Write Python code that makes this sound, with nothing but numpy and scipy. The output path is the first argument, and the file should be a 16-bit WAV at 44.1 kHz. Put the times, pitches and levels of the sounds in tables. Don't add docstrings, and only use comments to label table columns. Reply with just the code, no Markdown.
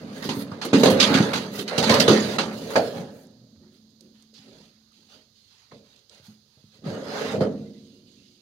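import sys
import numpy as np
from scipy import signal
from scipy.fft import rfft, irfft, next_fast_len
from scipy.io import wavfile
from scipy.ndimage import uniform_filter1d

SR = 44100
rng = np.random.default_rng(int(sys.argv[2]) if len(sys.argv) > 2 else 0)


def attenuation_scalar(level_db):
    decades = np.asarray(level_db, float) / 20
    return 10 ** decades


def store_pcm(level_fs):
    pcm = np.round(np.clip(level_fs, -1, 1) * 32767).astype(np.int16)
    wavfile.write(sys.argv[1], SR, np.atleast_2d(pcm).T)


N = 370881

# frequency in Hz, likeness from 0 to 1.
SAME = [(60, 1), (290, 0.95), (640, 0.78), (1200, 0.25), (16000, 0.36)]


def evened(x):
    return x / np.sqrt(np.mean(x ** 2) + 1e-20)


def read(points, hz):
    f, value = np.transpose(points)
    return np.interp(np.log(hz + 1), np.log(f + 1), value)


def add(mix, s, sound):
    part = mix[..., round(s * SR):][..., :sound.shape[-1]]
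    part += sound[..., :part.shape[-1]]


def partner(first, other, same):
    return same * first + np.sqrt(1 - same ** 2) * other


def colour(x, spectrum, lo_hz=0, hi_hz=SR):
    lag_s = 0.0004
    size = next_fast_len(x.shape[1])
    hz = np.fft.rfftfreq(size, 1 / SR)
    left, other = rfft(x, size)
    late = np.exp(-2j * np.pi * np.maximum(hz - 900, 0) * lag_s)
    pair = np.array([left, partner(late * left, other, read(SAME, hz))])
    low_edge = 1 + (lo_hz / (hz + 1)) ** 12
    high_edge = 1 + (hz / hi_hz) ** 12
    band = 1 / np.sqrt(low_edge * high_edge)
    return irfft(pair * band * attenuation_scalar(read(spectrum, hz)), size)[:, :x.shape[1]]


def ports(x, balance):
    size = next_fast_len(N)
    half_db = .5 * read(balance, np.fft.rfftfreq(size, 1 / SR))
    return irfft(rfft(x, size) * attenuation_scalar([half_db, -half_db]), size)[:, :N]


def air():
    # frequency in Hz, level in dB.
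    air_spectrum = [(24, -39.5), (40, -15.5), (106, 2), (209, -9), (329, -12.5), (433, -10), (790, -21),
                    (2570, -27.5), (4130, -11.5), (5050, -12), (5580, -21), (6490, -12.5), (7540, -30.5),
                    (14800, -25), (16000, -34)]
    air_db = -57
    return attenuation_scalar(air_db - 10.5) * evened(colour(rng.standard_normal((2, N)), air_spectrum))


def effort(column):
    # time in seconds, weight rolling on the deck in dB,
    # share borne by the hooves in dB, hide sliding in dB.
    struggles = [
        [(0.0, -38, -7.5, -57), (0.69, -42, -2, -59.5), (0.87, -20, -3.5, -43.5), (1.13, -28, 0.5, -35.5),
         (1.64, -42, -3.5, -62.5), (1.95, -23, 2, -31.5), (2.5, -36.5, -2, -86), (2.97, -40, 2.5, -52.5),
         (3.35, -55.5, -8.5, -78.5)],
        [(6.81, -49.5, -16, -84), (6.87, -37, 4.5, -51), (7.02, -39.5, 0, -55), (7.17, -42.5, 9, -43),
         (7.33, -31, -4.5, -44), (7.45, -25.5, -4, -64), (7.53, -32.5, -8.5, -63), (7.78, -48.5, -17, -80),
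         (8.41, -63.5, -28, -92)],
    ]
    settle_db_per_s = {1: 12, 2: 15, 3: 13.5}[column]
    t = np.arange(N) / SR
    out = np.full(N, -140.)
    for rows in struggles:
        s, db = np.transpose(rows)[[0, column]]
        calming = settle_db_per_s * np.maximum(t - s[-1], 0)
        out = np.where(t >= s[0], np.interp(t, s, db) - calming, out)
    return out


def stir(length, db, rise_s=0.04, fall_db_per_s=143):
    t = np.arange(SR) / SR
    level = attenuation_scalar(np.c_[db] - fall_db_per_s * np.maximum(t - length, 0))
    return (level * np.minimum(t / rise_s, 1)) ** 2


def weight():
    # start in seconds, length in seconds,
    # level in dB, upper mode share in dB.
    shifts = [(3.549, 0.087, -57.5, -15), (4, 0.13, -59.5, -15.5), (4.416, 0.2, -55, -5.5),
              (4.95, 0.061, -60, -15.5), (5.086, 0.061, -61, 0), (5.696, 0.067, -53.5, -4),
              (5.898, 0.055, -74, 5.5), (6.1, 0.065, -69, 7.5), (6.26, 0.043, -60, -25),
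              (6.55, 0.03, -68.5, -24.5), (6.71, .05, -65, 1)]
    boom_db = effort(column=1)
    power = attenuation_scalar([boom_db, boom_db + effort(column=2)]) ** 2
    for s, length, db, upper_db in shifts:
        add(power, s, stir(length, [db, db + upper_db]))
    return np.sqrt(power)


def rumble():
    # frequency in Hz, level in dB.
    deep_spectrum = [(18, -6), (30, -2), (60, 2), (90, -8), (130, -40)]
    rest_db, slope = -91, .72
    weight_db = 20 * np.log10(weight()[0] + attenuation_scalar(-66))
    deep_noise = evened(colour(rng.standard_normal((2, N)), deep_spectrum))
    return attenuation_scalar(rest_db + slope * (weight_db + 66)) * deep_noise


def deck_modes(count=84, strong_db=8):
    # frequency in Hz, level in dB, t60 in seconds.
    strong_modes = [(181.7, -20, 0.26), (259.5, 8, 0.35), (396, -17.5, 1.4), (458, -15.5, 0.68),
                    (512, -9, 0.2), (591, -27, 1),
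                    (153.7, -5, 0.13), (214.4, 5, 1.1), (280.5, -4, 1.6), (361, -8.5, 1.1), (442.6, -2, 1.1),
                   (463, -7, 0.57), (542, 0.5, 0.63)]
    # frequency in Hz, level in dB.
    boom_spectrum = [(35, -58), (60, -36), (97, -13.5), (210, -6), (264, -9), (332, -10), (423, -2.5),
                     (539, 0.5), (706, -6), (1500, -26), (1950, -56.5), (3300, -120)]
    # frequency in Hz, t60 in seconds.
    ring_times = [(80, 1), (260, 0.8), (600, 0.77), (1500, 0.16)]
    weak_hz = np.geomspace(85, 1500, count) * rng.uniform(0.97, 1.02, count)
    weak_db = read(boom_spectrum, weak_hz) + 10 * np.log10(weak_hz / 200)
    weak_t60 = read(ring_times, weak_hz) * rng.uniform(.6, 1, count)
    named_hz, named_db, named_t60 = np.transpose(strong_modes)
    named_db = read(boom_spectrum, named_hz) + strong_db + .2 * named_db
    named_t60 = np.minimum(named_t60, read(ring_times, named_hz))
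    hz = np.r_[weak_hz, named_hz]
    db = np.r_[weak_db, named_db][:, None]
    t60 = np.r_[weak_t60, named_t60][:, None]
    t = np.arange(SR) / SR
    return hz, attenuation_scalar(db - 60 * t / t60) * np.sin(2 * np.pi * hz[:, None] * t)


def struck(hz, rings, centre_hz, octaves, t60, far_db):
    a, b = rng.standard_normal((2, len(hz)))
    share = np.array([a, partner(a, b, read(SAME, hz))])
    share += .5
    share *= np.exp(-.5 * (np.log2(hz / centre_hz) / octaves) ** 2)
    t = np.arange(rings.shape[1]) / SR
    damping = attenuation_scalar(-60 * t / t60) + attenuation_scalar(far_db)
    fades = np.minimum(t / 0.0016, 1) * np.minimum((t[-1] - t) / 0.37, 1)
    return share @ rings * damping * fades


def deck():
    # start in seconds, peak in dB, centre of the boom in Hz, damping t60 in seconds.
    body_drops = [(0.25, -24.5, 201, 0.98), (0.289, -21, 230, 1), (0.369, -22, 189, 1),
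                  (0.518, -25.5, 153, 0.072), (0.646, -22.5, 236, 1), (0.731, -5, 219.5, 0.88),
                  (0.862, -10, 190, .6), (1.103, -12.5, 198, 0.85), (1.149, -10, 207, 0.47),
                  (1.199, -7.5, 212, 0.17), (1.349, -24.5, 210, 0.35), (1.587, -25.5, 242, 0.99),
                  (1.781, -17, 170.2, 1), (1.901, -10, 192.5, 0.38), (2.082, -6, 257, 0.28),
                  (2.099, -6, 252, 0.24), (2.391, -23, 247, 0.99), (2.765, -17, 246, .5),
                  (2.959, -29, 174.6, 0.69), (4.39, -46.5, 129.9, .3), (5.725, -44, 143, 0.45),
                  (6.197, -47.5, 108, 0.48), (6.28, -41.5, 130, 0.26), (6.57, -50.5, 94.6, 0.87),
                  (6.64, -43, 110, 0.71), (6.789, -46, 94.5, 0.55), (6.861, -23.5, 135, 0.52),
                  (7.412, -15, 148, 0.46)]
    # start in seconds, peak in dB, centre of the ring in Hz,
    # damping t60 in seconds.
    hoof_hits = [(0.834, -4.5, 524, 0.1), (0.859, -5.5, 445, 0.6), (1.719, -23, 554, 0.93),
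                 (2.008, -25, 455, 0.36), (2.697, -29, 370, 0.93), (2.756, -10, 720, 0.5),
                 (4.01, -58, 276, 0.46), (4.331, -57, 258, 0.4), (5.72, -44.5, 510, 0.65),
                 (6.1, -61, 440, 0.38), (6.575, -60.5, 665, 0.11), (7.209, -39, 458, 0.65),
                 (7.338, -20, 480, 0.4), (7.408, -15, 540, 0.33)]
    hz, rings = deck_modes()
    out = np.zeros((2, N))
    for blows, octaves in ((body_drops, 0.57), (hoof_hits, 0.77)):
        for s, db, centre_hz, t60 in blows:
            blow = struck(hz, rings, centre_hz, octaves, t60, far_db=-11.5)
            add(out, s, attenuation_scalar(db + 2.5) * blow / abs(blow).max())
    for level, centre_hz in zip(weight(), (180, 500)):
        for spot in range(3):
            sizes = attenuation_scalar(2.5 * np.minimum(rng.exponential(1, N), 3.5))
            bumps = sizes * (rng.random(N) < 400 / SR) * rng.choice([-1, 1], N)
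            ring = struck(hz, rings[:, :SR // 2], centre_hz, 0.58, 0.12, far_db=-19.5)
            ring /= np.linalg.norm(ring[0])
            rolling = (level * evened(bumps))[None]
            out += attenuation_scalar(-4.5) * signal.oaconvolve(rolling, ring, axes=1)[:, :N]
    return signal.sosfilt(signal.butter(6, 92, "high", fs=SR, output="sos"), out)


def dragging():
    # start in seconds, length in seconds, level in dB,
    # dull share in dB, bright share in dB.
    gauze = [(3.6, 0.073, -82, 10.5, -12), (3.704, .04, -68, -17, -5), (3.996, 0.028, -67.5, -8.5, -7),
             (4.123, .1, -67, -5.5, -14), (4.349, 0.3, -60, -8.5, -20), (4.682, .2, -76, -3, -16),
             (4.904, 0.22, -65.5, -12, -17), (5.077, 0.071, -57.5, -5.5, -16),
             (5.33, 0.2, -65.5, -21.5, -18.5), (5.493, 0.16, -64, -7, -22), (5.695, 0.058, -62.5, -7, -26),
             (5.823, .16, -65, -7.5, -17.5), (6.084, 0.1, -58.5, -7, -19), (6.218, 0.056, -58, -5, -5.5),
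             (6.453, 0.3, -70.5, -8.5, -12), (6.711, 0.038, -62, -8, -15), (7.548, 0.44, -65, -27, -16),
             (8.037, 0.32, -63.5, -24, -24)]
    # start in seconds, length in seconds,
    # level in dB, dull share in dB, bright share in dB.
    sweeps = [(0.132, 0.077, -52, 1, -3), (0.325, 0.1, -48, 2, 3), (0.762, 0.056, -36, -7, -5),
              (1.509, 0.11, -42.5, -2, -2), (1.654, 0.19, -43, 7.5, -26), (2.162, 0.2, -39.5, 0.5, -12),
              (2.414, 0.13, -53, 13, -8), (2.511, 0.37, -48, -0.5, -6.5), (2.84, .18, -53, -2, -7),
              (3.099, 0.14, -71.5, -1, 9.5), (1.765, .012, -36, -8, -8), (7.14, 0.21, -56, -3, -16)]
    slide_db = effort(column=3)
    dull_slide_db = slide_db + 8.5 + 0.23 * (slide_db + 41.5)
    power = attenuation_scalar([slide_db, dull_slide_db, slide_db - 13.5]) ** 2
    for s, length, db, dull_db, bright_db in gauze:
        add(power, s, stir(length, [db, db + dull_db, db + bright_db]))
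    for s, length, db, dull_db, bright_db in sweeps:
        layers_db = [db, db + dull_db, db + bright_db]
        add(power, s, stir(length, layers_db, rise_s=.05, fall_db_per_s=601.5))
    return power


def rings_of_panels(narrow_db=3.5, wide_db=1.2):
    frames = N // 128 + 8
    a, b, c, d, narrow, wide = rng.standard_normal((frames, 257, 6)).T
    narrow = evened(uniform_filter1d(narrow, size=16, axis=1))
    wide = uniform_filter1d(wide, size=9, axis=0)
    wide = evened(uniform_filter1d(wide, size=24, axis=1))
    z = np.array([a + 1j * b, c + 1j * d]) * attenuation_scalar(narrow_db * narrow + wide_db * wide)
    return evened(signal.istft(z, nperseg=512, noverlap=384)[1][:, :N])


def clatter():
    # start in seconds, peak in dB, t60 in seconds, bright share over 7 kHz in dB.
    knocks = [(0.1251, -42.5, 1, -15), (0.2228, -28.5, 0.53, -9), (0.2901, -15.5, 0.17, -48.5),
              (0.614, -21.5, 0.35, -31.5), (0.6494, -22, 0.081, 0), (0.7306, -11.5, 0.35, -33.5),
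              (0.8329, -7, 0.15, -11), (0.8574, -6.5, 0.16, -20), (0.8994, -13.5, 0.15, -3.5),
              (1.1403, -12, 0.39, -23), (1.2251, -13.5, 0.057, -35), (1.3323, -17, 0.37, -14.5),
              (1.894, -4.5, 0.19, -19), (2.0781, -7.5, 0.45, -22), (2.3839, -12.5, 0.25, -34),
              (6.84, -46.5, 0.49, -30)]
    rattles = [
        (0.2404, -28.5, 0.3, -6.5),
        (1.001, -3, 0.29, -35.5),
        (1.0294, -5, 0.07, -50.5),
        (1.5894, -20.5, 0.15, -12),
        (1.678, -16.5, 0.13, -23),
        (1.7788, -7, 0.17, -18.5),
        (1.8253, -12.5, 0.4, -21.5),
        (1.94, -3, 0.08, -17),
        (1.999, -4.5, 0.17, -13.5),
        (4.3389, -52, 0.2, -7),
    ]
    bumps = [
        (0.5141, -39, 0.29, -41),
        (2.7017, -34.5, 0.7, 0),
        (2.757, -15, 0.19, -22),
        (5.714, -46.5, 0.12, -31),
        (7.407, -28.5, 0.24, -19),
    ]
    # frequency in Hz, level in dB.
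    grit_spectrum = [(410, -40), (700, 7), (875, 2.5), (958, 1.5), (1090, -1.5), (1250, 2), (2050, -3.5),
                     (2270, -6.5), (3370, -9.5), (4260, -8.5), (5150, -11.5), (5600, -21), (6000, -14),
                     (6480, -12.5), (7690, -21.5), (10700, -13), (16000, -15.5)]
    power = dragging()
    t = np.arange(SR // 2) / SR
    for rows, dull_db in ((knocks, 1), (rattles, -9), (bumps, 8.5)):
        for s, db, t60, bright_db in rows:
            rattle = attenuation_scalar(db - 11.5 - 60 * t / t60)
            rattle *= 1 + 0.14 * np.exp(-t / 0.0027)
            rattle *= np.minimum(t / .004, 1)
            add(power, s - .001, (attenuation_scalar([[0], [dull_db], [bright_db]]) * rattle) ** 2)
    grains = attenuation_scalar(0.69 * np.minimum(rng.exponential(1, N), 3)) * (rng.random(N) < 900 / SR)
    grain_decay = np.exp(-np.arange(400) / (0.0076 * SR))
    flicker = 1.9 + evened(signal.oaconvolve(grains, grain_decay)[:N])
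    contacts = flicker * rings_of_panels()
    out = np.zeros((2, N))
    edges_hz = ((2829, 7650), (795, 2420), (6960, SR))
    for layer_power, (lo_hz, hi_hz) in zip(power, edges_hz):
        out += np.sqrt(layer_power) * evened(colour(contacts, grit_spectrum, lo_hz, hi_hz))
    return out


def shiver(hz, width_hz, length):
    t = np.arange(round(length * SR)) / SR
    a, b = rng.standard_normal((2, 2, len(t)))
    r = np.exp(-np.pi * width_hz / SR)
    slow = signal.lfilter([1], [1, -2 * r, r ** 2], a + 1j * b)
    ring = (slow * np.exp(2j * np.pi * hz * t)).real
    ring[1] = partner(ring[0], ring[1], read(SAME, hz))
    return t, evened(ring)


def chattering_latches():
    # start in seconds, rms in dB, pitch in Hz, width in Hz, length in seconds.
    chatters = [(.997, -22, 3400, 1300, .07), (.996, -26, 5800, 2000, 0.017), (1.02, -31, 6200, 1200, .04),
                (.398, -55, 9300, 200, .045), (2.752, -27, 740, 170, .07),
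                (4.335, -54.5, 4600, 2600, 0.068), (3.6, -64, 365, 41, 0.1896), (4.01, -60.5, 355, 50, .12),
                (4.91, -69, 1260, 148, 0.017), (7.2, -30, 455, 18, 0.075), (7.405, -45, 4200, 380, 0.02),
                (7.65, -67, 2050, 120, 0.053), (7.73, -72, 2000, 100, .07), (5.71, -58, 1900, 210, .02),
                (.74, -20, 235, 25, 0.13), (2.955, -37, 180, 40, .085), (6.84, -56.5, 4600, 600, 0.11),
                (7.02, -51.5, 5100, 400, 0.36), (7.08, -54, 6400, 700, 0.32), (7.27, -52, 3700, 300, .1),
                (7.13, -45, 1300, 400, 0.26), (3.2, -63, 122, 8, .42), (3.54, -62, 95, 20, .09),
                (3.7, -73, 160, 8, .4), (4.3, -70, 270, 12, .25), (4.45, -60, 380, 27, .1),
                (4.46, -77, 42, 20, .25), (1.82, -26, 830, 120, .03), (2.11, -22, 560, 80, .05),
                (2.2, -35.5, 6800, 500, .015), (6.86, -60, 6500, 800, 0.22)]
    out = np.zeros((2, N))
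    for s, db, hz, width_hz, length in chatters:
        t, ring = shiver(hz, width_hz, length)
        add(out, s, attenuation_scalar(db) * ring * signal.windows.tukey(len(t), .5))
    return out


def shaken_bars():
    # start in seconds, rms in dB, pitch in Hz, width in Hz, length in seconds.
    shakes = [(2.756, -28, 1700, 200, .06), (2.756, -33, 2500, 250, .04), (2.757, -23, 600, 150, .2),
              (2.4, -39, 1200, 200, .06), (2.93, -48, 780, 220, .45), (2.8, -52.5, 1650, 300, .6),
              (.998, -30, 2300, 700, 0.24), (7.408, -44.5, 1300, 500, 0.21), (5.714, -62, 1050, 80, 0.11),
              (5.716, -57, 560, 40, .15), (.515, -46, 1100, 540, .1), (1.331, -35.5, 2500, 900, 0.116),
              (1.895, -31, 2100, 500, 0.11), (2.15, -40.5, 1900, 650, .45), (1.14, -34, 2300, 500, .12),
              (7.15, -40, 1500, 300, 0.14), (1.779, -29, 520, 170, 0.23), (1.897, -24, 520, 150, .12),
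              (2.002, -32, 1900, 700, .12)]
    out = np.zeros((2, N))
    for s, db, hz, width_hz, length in shakes:
        t, ring = shiver(hz, width_hz, length)
        add(out, s, attenuation_scalar(db + 7 - 40 * t / length) * ring * np.minimum(t / .003, 1))
    return out


def hoof_cracks():
    # start in seconds, peak in dB, pitch in Hz.
    cracks = [
        (.835, -11, 900),
        (.857, -10.5, 900),
        (1.19, -9, 400),
        (1.208, -10, 400),
        (1.897, -10, 900),
        (2.083, -7, 600),
        (2.758, -7, 800),
        (2.775, -10.5, 700),
        (7.408, -20, 800),
    ]
    out = np.zeros((2, N))
    t = np.arange(600) / SR
    for s, db, hz in cracks:
        crack = np.cos(2 * np.pi * hz * t + .19) * np.minimum(t / .0002, 1) * np.exp(-1.2 * hz * t)
        add(out, s - .0005, attenuation_scalar(db - 1.5) * crack[None])
    return out


def loose_metal():
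    out = chattering_latches() + shaken_bars() + hoof_cracks()
    deep = signal.sosfilt(signal.butter(2, 60, fs=SR, output="sos"), out)
    return out - .5 * deep


def hum():
    # time in seconds, pitch in Hz, level in dB.
    hum_path = [(2.9, 230.9, -25), (3.03, 234, -41), (3.09, 242, -74), (3.26, 218, -59.5),
                (3.31, 218.2, -61.5), (4.19, 219.3, -58.5), (5.2, 220.7, -69.5), (5.61, 217.5, -81),
                (5.7, 230, -74)]
    # start in seconds, level in dB, pitch in Hz, t60 in seconds.
    lingering = [
        (7.41, -38, 463, 1.21),
        (7.48, -50.5, 361, 2.5),
    ]
    t = np.arange(N) / SR
    s, path_hz, path_db = np.transpose(hum_path)
    hz = np.interp(t, s, path_hz)
    db = np.interp(t, s, path_db)
    sounding = np.clip((t - s[0]) / 0.17, 0, 1) * np.clip((s[-1] - t) / 0.19, 0, 1)
    out = np.sqrt(2) * attenuation_scalar(db) * sounding * np.sin(2 * np.pi * np.cumsum(hz) / SR)
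    t = t[:SR]
    for start, db, hz, t60 in lingering:
        add(out, start, attenuation_scalar(db - 60 * t / t60) * np.sin(2 * np.pi * hz * t))
    return out


def ticks():
    # start in seconds, peak in dB, pitch in Hz.
    snaps = [(3.2525, -57, 7000), (3.2695, -52, 6500), (3.31, -61, 8000), (3.56, -63, 1230),
             (3.9055, -57, 6500), (4.0085, -42, 6300), (4.2235, -46, 6200), (4.3395, -49, 5500),
             (4.92, -62, 8300), (5.962, -49, 5000), (5.992, -50, 4900), (6.0955, -43, 4900),
             (6.1465, -47, 4700), (6.243, -49, 4450), (6.2675, -45, 5200)]
    out = np.zeros((2, N))
    t = np.arange(600) / SR
    for s, db, hz in snaps:
        snap = rng.standard_normal((2, 600)) * np.exp(-t / 0.0031)
        snap += .7 * snap[0]
        band_hz = [0.67 * hz, min(1.5 * hz, .45 * SR)]
        snap = signal.lfilter(*signal.butter(2, band_hz, "band", fs=SR), snap)
        add(out, s, attenuation_scalar(db - 1.5) * snap / abs(snap).max(1, keepdims=True))
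    return out


def scene():
    # frequency in Hz, left minus right in dB.
    near_balance = [(60, -3.5), (110, -2), (200, -1), (380, -3.5), (700, -1.5), (1290, -4.5), (2380, -5.0),
                    (4400, -14.5), (8120, 1), (15000, -2)]
    far_balance = [(60, -5.5), (110, -5.5), (200, -4), (380, -8), (700, 1), (1290, -13), (2380, -14.5),
                   (4400, -22.5), (8120, -7.5), (15000, -4)]
    near = deck() + hum() + clatter() + loose_metal()
    far = air() + ticks()
    return ports(near, near_balance) + ports(far, far_balance) + rumble()


def band_limit(x):
    return signal.sosfilt(signal.butter(12, 16970, fs=SR, output="sos"), x)


def record(dry):
    mix = 1.15 * np.tanh(dry / 1.15)
    lowpass = signal.firwin(255, 16000, window=("kaiser", 8), fs=SR)
    mix = signal.oaconvolve(mix, lowpass[None], "same")
    return band_limit(mix)


dry = scene()
out = record(dry)
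store_pcm(out)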